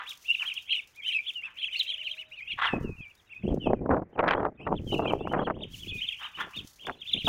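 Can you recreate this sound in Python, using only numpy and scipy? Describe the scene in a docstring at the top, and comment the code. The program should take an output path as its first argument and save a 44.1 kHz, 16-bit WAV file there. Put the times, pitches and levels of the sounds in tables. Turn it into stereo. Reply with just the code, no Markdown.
"""A flock of ducklings peeps in a fast chorus: arched two-voice chirps, drawn-out whistles, softer neighbours.
Their feet patter over a concrete yard as grainy noise; sandals scuff as noise through hollow resonances.
Sparse decaying echoes answer from the walls. From about a third of the way in, gusts of wind buffet two
microphone ports as turbulence noise read at changing speed, with single hard pressure pulses.
Behind it lie quiet outdoor air, made of shaped noise, and briefly a far whine, made of a wavering sine."""
import sys
import numpy as np
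from scipy import signal
from scipy.fft import rfft, irfft
from scipy.io import wavfile
from scipy.ndimage import uniform_filter1d, map_coordinates

SR = 44100
rng = np.random.default_rng(int(sys.argv[2]) if len(sys.argv) > 2 else 0)


def pcm_store(signal):
    """Save signal as 16-bit PCM."""
    levels = np.round(np.clip(np.atleast_2d(signal), -1, 1) * 32767)
    wavfile.write(sys.argv[1], SR, levels.astype(np.int16).T)


N = 321048
TIME = np.arange(N) / SR

# passband of throat and bill: hz, gain_db
BILL_BAND = [(2000, -3), (2600, -3), (3300, -3), (3800, -4), (4800, -14.5)]
# grit under small feet, spectrum: hz, relative_db
GRIT_SPECTRUM = [(1500, -25.5), (3500, 3), (5000, 5.5), (6500, 7.5), (8000, -1.5), (11000, -1.5),
                 (15500, -2)]


def amp(db):
    """Converts dB to a linear factor."""
    return 10 ** (np.asarray(db) / 20)


def evened(x):
    """Scales to rms 1."""
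    return x / np.sqrt(np.mean(x ** 2) + 1e-20)


def read(points, hz):
    """Interpolates a table on a log-frequency axis."""
    f, value = np.transpose(points)
    return np.interp(np.log(hz + 1e-9), np.log(f), value)


def noise(points, size=N):
    """Noise of rms 1 with a given spectrum."""
    gain = amp(read(points, np.fft.rfftfreq(size, 1 / SR)))
    return evened(irfft(rfft(rng.standard_normal(size)) * gain, size))


def waver(rate_hz, size=N):
    """Smooth random curve, about unit spread, changing at up to rate_hz."""
    at = np.arange(size) * 2 * rate_hz / SR
    return map_coordinates(rng.standard_normal(int(at[-1]) + 3), [at], order=3, mode="mirror")


def panned(sound, pan_db):
    """Places a sound left (positive) or right (negative) by level difference, at constant power."""
    return amp([[pan_db / 2], [-pan_db / 2]]) * sound / np.sqrt(np.cosh(pan_db * np.log(10) / 20))


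def add(mix, s, sound):
    """Mixes a sound in at time s, clipped to the ends of the mix."""
    start = round(s * SR)
    sound = sound[..., max(-start, 0):]
    part = mix[..., max(start, 0):][..., :sound.shape[-1]]
    part += sound[..., :part.shape[-1]]


def syrinx(hz, level, jitter=0.012, flutter_db=3.5, second_db=-33, third_db=-32, fourth_db=-48):
    """A nearly pure, unsteady whistle; overtones strengthen with the square of its relative level."""
    phase = 2 * np.pi * np.cumsum(hz * (1 + jitter * waver(300, len(hz)))) / SR
    strengths = amp(np.array([second_db, third_db, fourth_db]) + 2 * rng.standard_normal(3))
    overtones = sum(g * np.sin(k * phase) * (k * hz < SR / 2) for k, g in enumerate(strengths, 2))
    tone = np.sin(phase) + overtones * (level / level.max()) ** 2
    return tone * level * amp(flutter_db * waver(150, len(hz)))


def on_the_floor(sound, pan_db, bounce_db=-12, spread_s=.022, port_lag_s=.00003):
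    """A call reaches each port with its own tiny lag; floor and walls add a few quick copies."""
    paths = np.zeros((2, int(spread_s * SR) + 20))
    for path in paths:
        path[rng.integers(1, len(path), size=6)] = amp(bounce_db) * rng.standard_normal(size=6) / np.sqrt(6)
        lag = int(min(abs(rng.standard_normal()) * 2 * port_lag_s * SR, 10))
        path[lag] = 1
    return panned(signal.fftconvolve(sound[None], paths, axes=1), pan_db)


def peeps(rest_hz=2000, arch=1.85, peep_db=-4.5, flare_db=7, flare_at=0.54, flare_width=0.23, loudest_db=-11):
    """Pitch arches up from rest and back in two voices; calls with a positive lean flare on the way down."""
    # nearest peeps: top_s, top_hz, half_length_s, level_db (before peep_db),
    # lean_db (level gained per half-length, held after flare_at)
    calls = [(.093, 3820, 0.034, -23, 1.5), (0.283, 2940, 0.044, -30.5, 2.5), (0.339, 3060, 0.02, -34, 37),
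             (.405, 3007, 0.032, -22, 8), (0.475, 3280, 0.033, -22.5, 3.5), (0.505, 2974, 0.027, -25, 9),
             (.56, 3360, 0.029, -23.5, 18), (0.713, 3270, .027, -18, 9), (.732, 3280, 0.04, -18.5, 4.5),
             (.777, 2930, 0.03, -22.5, 2.5), (0.983, 2450, 0.035, -38, 12), (1.081, 3080, 0.051, -21, 3),
             (1.132, 3270, .02, -17, 4.5), (1.284, 3430, 0.03, -21, 5), (1.456, 2677, 0.036, -28, -1.5),
             (1.6, 3350, 0.041, -28, 2), (1.633, 3180, .021, -20, 6.5), (1.656, 3370, 0.042, -24.5, 2.5),
             (1.736, 3060, 0.028, -26, 2), (1.773, 2880, .026, -26, -10), (1.78, 4440, 0.046, -22, 19.5),
             (1.892, 3240, 0.039, -23.5, 4), (1.928, 3470, 0.036, -25.5, 2.5),
             (1.997, 3100, 0.039, -27.5, 3.5), (2.053, 3170, 0.036, -27.5, 12),
             (2.116, 3220, .036, -26, -3.5), (2.202, 2976, 0.034, -28, 2.5), (2.342, 2910, 0.031, -34, -4),
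             (2.439, 2540, 0.035, -33.5, -12), (2.497, 2920, 0.033, -22.5, 7.5),
             (2.523, 3326, 0.024, -28.5, 8.5), (2.628, 3260, .03, -39, 0), (2.658, 3600, 0.029, -21.5, 7.5),
             (3.026, 3320, 0.038, -49, 12), (3.106, 2863, 0.019, -44.5, 5), (3.182, 3830, .038, -57.5, 7),
             (3.317, 2770, 0.025, -34, 4.5), (3.452, 2980, 0.029, -49, -19), (3.491, 3310, 0.035, -37, -6),
             (3.646, 3430, 0.041, -41.5, 23.5), (4.142, 3140, 0.027, -54, 8), (4.386, 3377, 0.056, -52, -6),
             (4.637, 3060, 0.039, -47.5, -15), (4.77, 3458, 0.026, -36.5, 5.5),
             (4.933, 3104, 0.024, -25, 6), (5.089, 3223, .033, -25.5, 2.5), (5.21, 3500, 0.037, -47, -3.5),
             (5.31, 3054, 0.058, -37.5, -1), (5.403, 3307, 0.031, -39, -5), (5.447, 3337, 0.038, -38, 5),
             (5.564, 3346, 0.028, -51.5, -10), (5.625, 3690, 0.021, -29.5, 9.5),
             (5.728, 3375, 0.034, -38.5, 13.5), (5.812, 3420, 0.045, -36, 7),
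             (5.893, 3474, 0.034, -29, 0.5), (5.991, 3718, 0.033, -35.5, 2), (6.033, 3226, 0.03, -23, -3.5),
             (6.077, 3620, 0.027, -28.5, 12), (6.111, 2900, .032, -26.5, 7), (6.131, 3290, 0.028, -32, 6.5),
             (6.2, 3200, 0.039, -36, 0), (6.25, 3136, 0.026, -25.5, -1), (6.358, 3020, 0.027, -33.5, 0.5),
             (6.415, 3523, 0.034, -26, -1), (6.555, 2930, 0.025, -34.5, 6.5), (6.574, 3660, 0.04, -29.5, 5),
             (6.819, 3296, .035, -37.5, 0), (6.865, 3588, 0.023, -30.5, 2), (6.936, 3553, 0.026, -42, -4),
             (7.005, 3697, 0.033, -39, 20), (7.085, 3615, .034, -26, 0.5), (7.125, 4008, 0.027, -28, 28.5),
             (7.195, 3242, 0.035, -23.5, 0), (7.256, 3810, 0.028, -21, 13.5)]
    # place of the calling birds: s, left_right_db
    flock_pan = [(0, -2), (.4, -3.5), (.56, 2), (.73, -3.5), (1.3, -4.5), (1.64, 0), (1.85, -6.5),
                 (2.5, -3.5), (2.66, 3), (3, -7), (6, -5), (7.28, -2)]
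    pan_scatter_db = 0.2
    # the other half of the syrinx: higher, receding in softer calls, varying between calls
    upper_ratio, upper_db_at_full, upper_db_per_db = 1.26, -19, 0.67
    full_voice_db, upper_scatter_db = -25, 11
    out = np.zeros((2, N))
    for s, top_hz, half_s, db, lean_db in calls:
        u = np.arange(-half_s, half_s, 1 / SR) / half_s
        hz = top_hz - (top_hz - rest_hz) * abs(u) ** arch
        swell = amp(peep_db + db) * (1 - u ** 2)
        flare = np.clip(lean_db / 10, 0, 1) * (np.exp(-((u - flare_at) / flare_width) ** 2) - .35)
        level = swell * amp(lean_db * np.minimum(u, flare_at) + flare_db * flare + read(BILL_BAND, hz))
        level = amp(loudest_db) * np.tanh(level / amp(loudest_db))  # a small bird can only get so loud
        upper_hz = hz * upper_ratio
        upper_db = upper_db_at_full + upper_db_per_db * (db - full_voice_db)
        upper_db += upper_scatter_db * rng.uniform(-1.3, 1)
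        main_voice = syrinx(hz, level)
        upper_voice = syrinx(upper_hz, swell * amp(upper_db + read(BILL_BAND, upper_hz)))
        pan_db = np.interp(s, *np.transpose(flock_pan)) + pan_scatter_db * rng.standard_normal()
        add(out, s - half_s, on_the_floor(main_voice + upper_voice, pan_db))
    return out


def flock(near, count=330, under_db=-11, typical_hz=3200, typical_half_s=.032):
    """Many soft arched calls, their level following that of the near peeps."""
    out = np.zeros((2, N))
    for s, (pitch, length, side) in zip(np.linspace(0, N / SR, count), rng.standard_normal((count, 3))):
        half_s = typical_half_s * np.exp(0.14 * length)
        u = np.arange(-half_s, half_s, 1 / SR) / half_s
        hz = typical_hz * np.exp(.12 * pitch) * (1 - .36 * u ** 2)
        level = amp(read(BILL_BAND, hz)) * np.sqrt(1 - u ** 2 + 1e-9)
        add(out, s - 2 * half_s * rng.random(), panned(syrinx(hz, level), 6 * side))
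    excitement = uniform_filter1d(abs(near).mean(0), size=5000)
    return amp(under_db) * evened(out) * excitement


def whistles(whistle_db=-5.3, pan_db=-4.5, sag_hz=148):
    """Longer, smoother calls whose pitch glides and sags in the middle, sag_hz below the ends' average."""
    # start_s, end_s, middle_hz, glide_hz (start to end), level_db (before whistle_db)
    drawn_calls = [(.279, 0.33, 2798, 241, -14), (1.018, 1.094, 3080, -46, -28),
                   (1.129, 1.192, 2610, -300, -16), (1.172, 1.217, 2378, 16, -25),
                   (1.339, 1.42, 2850, -260, -27), (2.364, 2.415, 2500, -800, -33.5),
                   (2.65, 2.785, 2604, -450, -31), (2.821, 2.975, 2570, -700, -43.5),
                   (2.96, 3.104, 2413, -480, -39.5), (3.336, 3.406, 2475, 137, -39),
                   (3.597, 3.705, 2690, -600, -34.5), (3.74, 3.81, 2450, -350, -58.5),
                   (4.573, 4.679, 2574, 389, -42.5), (4.861, 5.011, 2922, -450, -31.5),
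                   (4.959, 5.045, 2688, 120, -36), (5.036, 5.128, 2430, -580, -32),
                   (5.179, 5.279, 2750, 300, -41.5), (5.881, 6.022, 2469, -160, -30)]
    out = np.zeros((2, N))
    for start, end, middle_hz, glide_hz, db in drawn_calls:
        u = np.linspace(-1, 1, round((end - start) * SR))
        hz = middle_hz + glide_hz / 2 * u + sag_hz * u ** 2
        hz = hz * (1 + .016 * waver(14, len(u)))  # slow bobbing
        level = amp(whistle_db + db) * (1 - u ** 2)
        tone = syrinx(hz, level, jitter=.003, flutter_db=3.5, second_db=-35.0, third_db=-37)
        add(out, start, on_the_floor(tone, pan_db, bounce_db=-15.5))
    return out


def feet(rustle_db=5.5, patter_db=-3, grain_db=5, pats_per_s=110, pat_s=0.018, tick_db=-3, tick_s=0.0044):
    """Webbed feet on grit: noise in sudden, quickly fading pats, with longer scrapes and sharp ticks."""
    # treble noise bed, nearly silent during the strong gusts: s, level_db (before patter_db and rustle_db)
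    treble_bed = [(0.0, -62.5), (0.59, -59.5), (0.73, -68), (1.66, -69.5), (1.78, -68), (1.99, -67),
                  (3.57, -77.5), (3.71, -95.5), (4.66, -98), (4.8, -75), (4.99, -71.5), (5.66, -99),
                  (5.8, -63), (5.92, -61.5), (6.37, -65.5), (6.67, -57), (6.95, -71), (7.28, -54.5)]
    # foot scrapes: peak_s, half_length_s, level_db (before rustle_db)
    scrapes = [(0.113, 0.023, -56), (0.765, 0.012, -49), (1.12, 0.065, -67), (1.807, 0.092, -66),
               (4.933, 0.037, -52), (5.285, 0.012, -69), (5.822, 0.072, -55.5), (6.405, 0.013, -70),
               (7.271, 0.015, -58)]
    # claws and grit: start_s, level_db (before tick_db)
    ticks = [(0.093, -36), (0.174, -43.5), (0.5394, -36), (0.8734, -48), (0.9594, -47), (1.079, -45),
             (1.335, -48), (1.708, -64), (1.7918, -37), (3.1519, -52.5), (3.5429, -48), (5.1253, -48.5),
             (5.3252, -48.5), (6.6733, -39), (6.866, -42.5)]
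    level = amp(patter_db + np.interp(TIME, *np.transpose(treble_bed)))
    for s, half_s, db in scrapes:
        level = level + amp(db) / (1 + ((TIME - s) / half_s) ** 4)
    pats = (rng.random(N) < pats_per_s / SR) * amp(grain_db * np.minimum(rng.exponential(1, N), 3))
    clumps = evened(.5 + signal.lfilter([1], [1, -np.exp(-1 / (pat_s * SR))], pats))
    out = np.array([noise(GRIT_SPECTRUM), noise(GRIT_SPECTRUM)]) * clumps * level * amp(rustle_db)
    t = np.arange(4096) / SR
    fade = np.exp(-t / tick_s) + 0.078 * np.exp(-t / 0.048)  # crack and short echoing tail
    for s, db in ticks:
        grit = np.array([noise(GRIT_SPECTRUM, len(t)), noise(GRIT_SPECTRUM, len(t))])
        add(out, s, amp(db + tick_db) * fade * grit)
    return out


def scuffs(grain_db=3):
    """A sandal sole drags over concrete: a grainy rasp through a few hollow resonances."""
    # peak_s, rise_s, fall_s (Gaussian widths), level_db, left_right_db
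    strokes = [(.005, 0.024, 0.029, -39, 0.5), (.438, 0.02, 0.013, -43.5, -2), (1.48, 0.029, 0.033, -54, 2),
               (2.592, 0.0072, 0.011, -29.5, 2.5), (2.624, 0.0055, 0.02, -25.5, 2),
               (2.657, 0.0098, 0.022, -25.5, -3.5), (6.227, 0.016, 0.032, -40, -8.5),
               (6.408, 0.016, 0.02, -33, -6.5)]
    # rasp spectrum: hz, relative_db
    sole = [(300, -31.5), (650, -17), (900, -2.5), (1200, -0.5), (1750, 0), (2200, -10), (3500, -9.5),
            (4600, -36.5), (8000, -48), (15000, -64)]
    # hollow resonances: centre_hz, width_hz, boost_db
    sole_modes = [(940, 38, 1.5), (1100, 51, 4.6), (1390, 49, 1.16), (1727, 32, 3.8), (2010, 57, 8)]
    hz, out = np.fft.rfftfreq(N, 1 / SR), np.zeros((2, N))
    colour_db = read(sole, hz) + sum(db / (1 + (2 * (hz - f) / width) ** 2) for f, width, db in sole_modes)
    grains = rng.standard_normal(N) * amp(grain_db * waver(300))
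    rasp = evened(irfft(rfft(grains) * amp(colour_db), N))
    for s, rise_s, fall_s, db, pan_db in strokes:
        stroke = np.exp(-.5 * ((TIME - s) / np.where(TIME < s, rise_s, fall_s)) ** 2)
        out += panned(rasp * stroke * amp(db), pan_db)
    return out


def airflow(port):
    """Level (dB, before wind_db) and rumble centre (Hz) at one port, from its gusts and the breeze."""
    # start_s, length_s, mid_level_db, mid_centre_hz, port (0 left, 1 right)
    gust_list = [(2.523, .04, -46.5, 140.7, 1), (2.732, 0.051, -23, 299, 1), (2.806, 0.12, -28, 180.9, 1),
                 (2.991, 0.014, -35, 100.1, 1), (3.435, 0.036, -21.5, 251, 1), (3.505, .015, -21, 112.7, 1),
                 (3.479, 0.099, -21, 258.6, 0), (3.661, .08, -19, 430.7, 0),
                 (3.699, 0.024, -24.5, 381.1, 1), (3.809, 0.061, -25.5, 329.8, 0),
                 (3.854, 0.17, -26, 480.5, 1), (3.905, 0.037, -13, 697, 1), (3.923, 0.059, -21, 579.5, 0),
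                 (4.179, .03, -16, 906, 0), (4.228, 0.0429, -18, 752.7, 0), (4.278, 0.057, -16.5, 1179, 0),
                 (4.347, 0.14, -21.5, 658.5, 0), (4.598, 0.035, -37.5, 478, 0),
                 (4.672, 0.009, -18, 784.6, 1), (4.707, 0.034, -17.5, 499.7, 1),
                 (4.757, 0.2, -30.5, 182.3, 0), (4.924, 0.053, -21, 399, 0), (4.991, 0.17, -23, 530.5, 0),
                 (5.192, 0.068, -30, 419.1, 0), (5.273, 0.0079, -23.5, 658.4, 0),
                 (5.314, .115, -20, 629.2, 0), (5.469, 0.041, -21.5, 749, 0),
                 (5.532, 0.12, -35.5, 379.9, 0), (5.604, 0.053, -39, 316.9, 1),
                 (5.87, .11, -36.5, 145.7, 1), (6.376, 0.11, -44, 401.7, 1),
                 (6.569, 0.019, -36.5, 268.8, 1), (6.593, 0.06, -41.5, 179.6, 0),
                 (6.871, 0.0042, -32.5, 1263, 0), (6.886, 0.012, -23, 946.9, 0),
                 (7.147, .035, -32, 280.5, 0), (7.246, 0.022, -28, 185.6, 1),
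                 (7.274, 0.011, -19.5, 616.3, 1)]
    # air between gusts: s, left_db, right_db
    breeze_levels = [(2.25, -85.5, -72), (2.881, -79.5, -40.5), (3.15, -82, -75), (3.359, -69.5, -71),
                     (3.551, -32, -46.5), (3.9, -34, -36.5), (4.1, -60, -62), (4.55, -54, -68),
                     (4.74, -37, -39), (5.001, -31, -67.5), (5.45, -33, -71.5), (5.901, -47, -41),
                     (6.2, -69.5, -63), (6.752, -69.5, -71), (7.28, -50.5, -55.5)]
    breeze_hz, breeze_at_db = 170.77, -38  # rumble centre at this level
    # a gust hits at once, sags while it lasts and drops away
    rise_db_per_s, sag_db, fall_db_per_s = 2501, 2.5, 803.5
    # weaker air builds up ahead of it and trails behind
    wake_db, wake_rise_db_per_s, wake_fall_db_per_s = -17, 332, 170.5
    rumble_db_per_octave = 17  # slackening air lowers the rumble, by one octave at most
    own_gusts = [gust for gust in gust_list if round(gust[-1]) == port]
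    start, length, db, hz, _ = np.transpose(own_gusts)[:, :, None]
    t = TIME[::40]
    early, late = np.maximum(start - t, 0), np.maximum(t - start - length, 0)
    core = -rise_db_per_s * early - fall_db_per_s * late
    wake = wake_db - wake_rise_db_per_s * early - wake_fall_db_per_s * late
    shape = np.maximum(core, wake) + sag_db * (.5 - np.clip((t - start) / length, 0, 1))
    breeze = np.transpose(breeze_levels)
    breeze_db = np.interp(t, breeze[0], breeze[1 + port], left=-120)
    power = amp(np.vstack([db + shape, breeze_db])) ** 2
    octaves = np.vstack([shape, breeze_db - breeze_at_db]) / rumble_db_per_octave
    centre_hz = np.vstack([hz, [breeze_hz]]) * 2 ** np.maximum(octaves, -1)
    level_db = 10 * np.log10(power.sum(0))
    return np.interp(TIME, t, level_db), np.interp(TIME, t, np.average(centre_hz, 0, power))


def wind(flow, lump_db=4.5, surge=.11, wind_db=-1.5, lumps_per_s=150, lump_s=0.006):
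    """Eddies sweep past one port in lumps that hit fast and fade; faster air is louder and higher."""
    # turbulence spectrum: multiple_of_centre_hz, relative_db
    eddies = [(.05, -8), (.4, 2), (1, 3), (1.7, -2.5), (2.6, -9.5), (4, -31.5), (6.5, -70), (9, -84.5)]
    db, centre_hz = flow
    hits = (rng.random(N) < lumps_per_s / SR) * rng.uniform(0.4805, 1, N)
    gust = uniform_filter1d(signal.lfilter([1], [1, -np.exp(-1 / (lump_s * SR))], hits), size=50)
    gust = np.minimum(evened(gust - gust.mean()), 2)
    hz = centre_hz * np.exp(surge * (gust - 1))
    stored_hz = 300  # centre of the stored pattern, read at a varying speed
    pattern = noise([(k * stored_hz, level) for k, level in eddies])
    pressure = map_coordinates(pattern, [np.cumsum(hz) / stored_hz], order=3, mode="wrap") * amp(lump_db * gust)
    pressure /= np.sqrt(uniform_filter1d(pressure ** 2, size=1800) + 1e-9)  # level over 41 ms
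    return pressure * amp(wind_db + db)


def buffets(flows, pop_db=-1.5, width_cycles=0.17):
    """A hard eddy hits one port: one push or pull with a rebound on each side, shorter in faster air."""
    # s, peak_db (before pop_db), port (0 left, 1 right)
    hard_eddies = [(2.737, -8, 1), (2.849, -13.5, 1), (3.48, -8.5, 0), (3.544, -6.5, 0), (3.673, -4, 0),
                   (3.734, 2.5, 0), (3.894, -3.5, 1), (3.908, -4, 0), (3.919, -15, 1), (3.946, -5, 0),
                   (4.241, -5, 0), (4.453, -1.5, 0), (4.727, -2, 1), (4.995, -4.5, 0), (5.136, 0, 0),
                   (5.274, -8, 0), (5.501, -6, 0), (6.87, -15, 0), (6.897, -8, 0)]
    out, t = np.zeros((2, N)), np.arange(-.01, .01, 1 / SR)
    for s, db, port in hard_eddies:
        _, centre_hz = flows[round(port)]
        u = t * centre_hz[round(s * SR)] / width_cycles
        peak = rng.choice([-1, 1]) * amp(db + pop_db)
        add(out[round(port)], s + t[0], peak * (1 - u ** 2) * np.exp(-u ** 2 / 2))
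    return out


def distance(air_db=-68):
    """Quiet outdoor air, partly shared by both sides, and a far, wavering sine whine."""
    # whine: s, pitch_hz, rms_db (both before wavering)
    whine_track = [(1.55, 553, -83), (1.87, 607, -72.5), (2.13, 638, -67.5), (2.31, 625, -68.5),
                   (2.36, 598, -72)]
    # air spectrum: hz, relative_db
    air = [(20, -16), (55, 0), (100, -1.5), (200, -9), (500, -11), (1000, -12), (2000, -10), (4000, -47.5),
           (8000, -62.5), (16000, -54)]
    s, hz, db = np.transpose(whine_track)
    phase = 2 * np.pi * np.cumsum(np.interp(TIME, s, hz) * (1 + .005 * waver(25))) / SR
    whine_db = np.interp(TIME, s, db, left=-120, right=-120) + 2 * waver(12)
    whine = np.sqrt(2) * np.sin(phase) * amp(whine_db)
    return whine + amp(air_db) * evened(noise(air) + 0.49 * np.array([noise(air), noise(air)]))


def yard(x):
    """Sparse echoes from walls and floor, each band dying at its own speed."""
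    # hz, t60_s
    decay = [(200, 0.58), (1000, 0.51), (2000, 0.36), (3200, 0.22), (6000, 0.19), (14000, 0.083)]
    taps = np.zeros((2, SR))
    at = np.arange(200, SR - 20, 20)
    np.put_along_axis(taps, at + rng.integers(0, 20, (2, len(at))), rng.choice([-1., 1.], (2, len(at))), 1)
    hz, t, z = signal.stft(taps, SR, nperseg=256)
    t60 = read(decay, hz)[:, None]
    tail = signal.istft(z * amp(-60 * t / t60), SR, nperseg=256)[1]
    return signal.fftconvolve(x, tail / np.linalg.norm(tail[0]), axes=1)[:, :N]


def scene(peep_room_db=-16, porch_db=5, scuff_room_db=-10):
    """Mixes the layers; the calls grow more echoing as the flock walks in under the porch."""
    near, steps = peeps(), scuffs()
    birds = near + flock(near) + whistles()
    wet = amp(peep_room_db + porch_db * np.clip(TIME - 4.8, 0, 1))
    echoes = yard(birds * wet + steps * amp(scuff_room_db))
    left, right = airflow(0), airflow(1)
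    gusts = np.array([wind(left), wind(right, surge=.12)]) + buffets([left, right])
    gusts = .9 * np.tanh(gusts / .9)  # the hardest gusts overload the capsules
    return birds + echoes + steps + feet() + gusts + distance()


def record(dry, edge_hz=15900):
    """Band limit: a linear-phase low-pass at edge_hz."""
    lowpass = signal.firwin(511, edge_hz, window=("kaiser", 9), fs=SR)
    return signal.oaconvolve(dry, lowpass[None], "same")


dry = scene()
out = record(dry)
pcm_store(out)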